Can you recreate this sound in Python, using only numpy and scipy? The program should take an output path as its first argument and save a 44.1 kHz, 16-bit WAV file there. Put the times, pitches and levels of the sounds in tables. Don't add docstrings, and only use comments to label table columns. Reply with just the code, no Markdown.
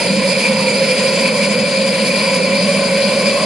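import sys
import numpy as np
from scipy import signal
from scipy.fft import rfft, irfft, next_fast_len
from scipy.io import wavfile
from scipy.ndimage import uniform_filter1d, map_coordinates

SR = 44100
rng = np.random.default_rng(int(sys.argv[2]) if len(sys.argv) > 2 else 0)


def to_wav(sig):
    pcm = np.clip(np.atleast_2d(sig), -1, 1) * 32767
    pcm = np.round(pcm).astype(np.int16)
    wavfile.write(sys.argv[1], SR, pcm.T)


def elevation(decibels):
    levels = np.asarray(decibels, float)
    return 10 ** (levels / 20)


N = 152145
LEFT_RIGHT = np.array([[.5], [-.5]])


def unit(x):
    return x / np.sqrt(np.mean(np.abs(x) ** 2, -1, keepdims=True) + 1e-20)


def along(points, hz):
    point_hz, value = np.transpose(points)
    return np.interp(np.log(hz + 1), np.log(point_hz + 1), value)


def curves(rows):
    start_s, *columns = np.transpose(rows)
    return [np.interp(np.arange(N) / SR, start_s, column) for column in columns]


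def wobble(rate):
    return map_coordinates(rng.standard_normal(1000), [np.arange(N) * rate / SR])


def filtered(x, response):
    size = next_fast_len(N + SR // 4)
    return irfft(rfft(x, size) * response(np.fft.rfftfreq(size, 1 / SR)), size)[..., :N]


def noise(spectrum):
    return unit(filtered(rng.standard_normal((2, N)), lambda hz: elevation(along(spectrum, hz))))


def note(pitch_hz, width_hz, steady):
    keep = np.exp(-np.pi * width_hz / SR)
    poles = np.convolve([1, -keep], [1, -keep ** 11.8])
    shaking = rng.standard_normal((2, N, 2)) @ [1, 1j]
    swing = unit(signal.lfilter([1], poles, shaking, axis=1))
    swing = swing * (np.abs(swing) + 0.069) ** -np.clip(steady, 0, 1)
    phase = 2 * np.pi * np.cumsum(pitch_hz * np.ones(N)) / SR
    return unit((swing * np.exp(1j * phase)).real)


# start_s [s], second_note_hz [Hz], level_db [dB], lowest_note_db [dB against the others]
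FLAME_COURSE = [(0.0, 520.5, -14.5, -4.8), (0.2, 535.3, -19, 5), (0.41, 534.7, -16.5, -2.8),
                (0.61, 523.3, -18, 2.8), (0.81, 530.7, -15.5, -3), (1.01, 531.6, -16, -5),
                (1.22, 537.8, -15, -2), (1.42, 541, -18, 0.5), (1.62, 541, -16, -1),
                (1.83, 542.1, -17.5, -1.5), (2.03, 539.3, -18, 0.8), (2.23, 541, -16.6, -1),
                (2.44, 540.4, -16.5, 0), (2.64, 553.7, -17.5, 2), (2.84, 554.8, -15.5, -2),
                (3.04, 548.9, -15.6, -3.5), (3.25, 554.7, -16, -1), (3.45, 559.5, -16.5, -1.5)]
# pitch_hz [Hz], width_hz [Hz], level_db [dB], heat_follow [share of the heat's climb]
TUBE_NOTES = [
    (198.3, 24.1, -3, 0.13),
    (541, 31.5, 0, .95),
    (1011.4, 60, -11.5, 1.2),
    (1475, 98, -19, .8),
]
NOTE_STEADINESS = [.12, .23, 0, 0]
# start_s [s], level_db [dB]
THIRD_NOTE_SWELL = [(0, 0), (.1, -5.5), (.22, 6), (.35, -2.5), (.58, 5), (.87, -6.5), (1.05, -1), (1.75, 0),
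                    (2.25, 2), (3, -1), (3.3, 1), (3.45, 4)]
# pitch_hz [Hz], level_db [dB]
ROAR_COLOUR = [(20, -26), (60, -16), (150, -4.5), (240, -3), (330, -16), (450, -4), (800, -15.5),
               (1300, -23), (2000, -40)]


def flame():
    second_hz, level_db, lowest_db = curves(FLAME_COURSE)
    heat = second_hz / second_hz.mean()
    notes = []
    for (hz, width_hz, db, follow), steady in zip(TUBE_NOTES, NOTE_STEADINESS):
        flutter = 1 + .012 * wobble(13)
        level = elevation(db + 0.3 * wobble(6.17))
        notes.append(level * note(hz * heat ** follow * flutter, width_hz, steady))
    notes[0] = notes[0] * elevation(lowest_db - lowest_db.mean())
    notes[2] = notes[2] * elevation(curves(THIRD_NOTE_SWELL)[0] + 1.3 * wobble(13))
    roar = elevation(-15.5 + 1.1 * wobble(60)) * noise(ROAR_COLOUR)
    return elevation(level_db) * (unit(sum(notes)) + roar)


# pitch_hz [Hz], width_hz [Hz], level_db [dB], jet_follow [share of the jet's swings]
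NOZZLE_WHISTLES = [(2356, 110, -5, 0.37), (2615, 100, -14.5, 0.31), (4325, 410, -10, 0.47),
                   (4794, 220, -7, 0.24), (5230, 500, -14, 1), (6670, 750, -20, 0.51),
                   (7256, 154, -18.5, 0.42), (7760, 100, -32.5, 1), (8560, 220, -24.5, .9),
                   (9110, 160, -18.5, 0.45), (9650, 260, -23, .9), (10970, 890, -15.5, 0.51)]
# pitch_hz [Hz], level_db [dB]
HISS_COLOUR = [(900, -21), (2000, 5.5), (3300, 3), (5000, -12.5), (5600, -21.5), (8000, -16.5), (8600, -6),
               (11000, -12)]
# [dB, left over right]
JET_COURSE = [(0.0, -29, -7.5), (0.23, -32.5, 1), (0.33, -22.5, -9), (0.34, -31, -8), (0.42, -26.5, -3),
              (0.55, -31, -6), (1.07, -27.5, -0.5), (1.35, -32.5, 1), (1.42, -23.5, 1), (1.62, -34.5, 5),
              (1.7, -30.5, 5), (2.01, -30.5, 4), (2.08, -26.5, -3), (2.17, -32, 7), (2.21, -29.5, 0),
              (2.39, -32.5, 2.5), (3.44, -30.5, 4), (3.45, -39, 0)]


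def jet():
    edge_db = curves(JET_COURSE)[0]
    slow_db, fast_db = -0.07 * wobble(9), 2.05 * wobble(40)
    gust_db = edge_db - edge_db.mean() + slow_db + fast_db
    whistles = 0
    for hz, width_hz, db, follow in NOZZLE_WHISTLES:
        flicker_db = 1.37 * (wobble(22.02) + 1.04 * wobble(60))
        pitch_hz = hz * (1 + 0.0073 * wobble(25))
        whistles = whistles + elevation(db + follow * gust_db + flicker_db) * note(pitch_hz, width_hz, 0.05)
    hiss = elevation(-7 + 0.4 * gust_db + 1.27 * wobble(18)) * noise(HISS_COLOUR)
    return elevation(edge_db.mean() + 11) * unit(whistles + hiss)


def shade(air):
    upper = filtered(air, lambda hz: np.exp(-((hz - 4800) / 700) ** 2))
    left_right_db = curves(JET_COURSE)[1]
    return air + upper * (elevation(LEFT_RIGHT * left_right_db) - 1)


# start_s [s], peak_db [dB]
SPARK_TIMES = [
    (.517, -29),
    (.82, -24),
    (.916, -22),
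    (1.881, -23),
    (2.184, -23),
    (3.327, -22),
    (3.394, -22),
]


def sparks():
    centre_hz, wide_hz, fade_s = 1350, 1300, .03
    out = np.zeros((2, N + SR))
    t = np.arange(SR // 20) / SR
    band = signal.butter(2, [centre_hz - wide_hz / 2, centre_hz + wide_hz / 2], "band", fs=SR)
    puffs = unit(signal.lfilter(*band, rng.standard_normal((len(SPARK_TIMES), 2, len(t)))))
    for (start_s, peak_db), puff in zip(SPARK_TIMES, puffs):
        start = round(start_s * SR)
        swell = elevation(peak_db - 4 - 60 * t / fade_s) * (1 - np.exp(-t / .001))
        out[:, start:start + len(t)] += swell * puff
    return out[:, :N]


# pitch_hz [Hz], likeness [0 to 1]
MIC_LIKENESS = [(60, .8), (180, 1), (320, 0.89), (550, 0.99), (1300, .65), (2400, 0.94), (4500, 0.75),
                (8000, 0.37)]
# pitch_hz [Hz], left_over_right_db [dB]
MIC_LEAN = [(60, 0.5), (500, -2.5), (1500, 0.4), (3000, -0.5), (6500, 1.2), (7800, 1.5), (9000, 9.5),
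            (9500, 3.5)]
# pitch_hz [Hz], lead_rad [radians]
MIC_LEAD = [(2000, -0.1), (2800, -1), (4300, 1), (5200, -1.8), (7500, -0.016), (8800, 0.97), (10000, -0.64)]


def ports(pair):
    def mix(hz):
        angle = np.arccos(np.clip(along(MIC_LIKENESS, hz), -1, 1)) / 2
        return np.array([np.cos(angle), np.sin(angle)])

    def tilt(hz):
        return elevation(LEFT_RIGHT * along(MIC_LEAN, hz)) * np.exp(1j * LEFT_RIGHT * along(MIC_LEAD, hz))

    shared, unshared = filtered(pair, mix)
    return filtered(np.array([shared + unshared, shared - unshared]), tilt)


# delay_ms [ms], level_db [dB]
WALL_ECHOES = [(4.1, -17), (8.8, -33), (9.5, -17), (10.7, -15), (12.2, -31), (14.2, -34)]


def walls(x):
    skew_ms = 0.464 * np.array([[0], [1]])

    def response(hz):
        late = 0
        for delay_ms, db in WALL_ECHOES:
            late = late + elevation(db) * np.exp(-2j * np.pi * hz * (delay_ms + skew_ms) / 1000)
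        return 1 + late * hz ** 4 / (hz ** 4 + 5900 ** 4)

    return filtered(x, response)


def scene():
    air = shade(ports(jet()))
    return walls(air + ports(flame() + sparks()))


def band_limit(x):
    return signal.sosfilt(signal.butter(12, 11610, fs=SR, output="sos"), x)


def record(dry):
    def microphone(hz):
        bass_cut = np.maximum(1 / np.sqrt(1 + (139 / (hz + 1)) ** 8), elevation(-12))
        housing_dip = elevation(-3.5 * np.exp(-((hz - 5680) / 230) ** 2))
        return bass_cut * housing_dip

    def top_cut(hz):
        return 1 / (1 + np.exp(np.clip((hz - 11032) / 13, -50, 50)))

    ceiling_db, squeeze, follow_s = -4.5, 0.083, 0.0112
    dry = filtered(dry, microphone)
    power = np.abs(uniform_filter1d(np.mean(dry ** 2, 0), round(follow_s * SR)))
    loud = power / elevation(2 * ceiling_db)
    squeezed = dry * (loud + 0.0087) ** (-squeeze / 2)
    return band_limit(filtered(squeezed, top_cut))


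dry = scene()
out = record(dry)
to_wav(out)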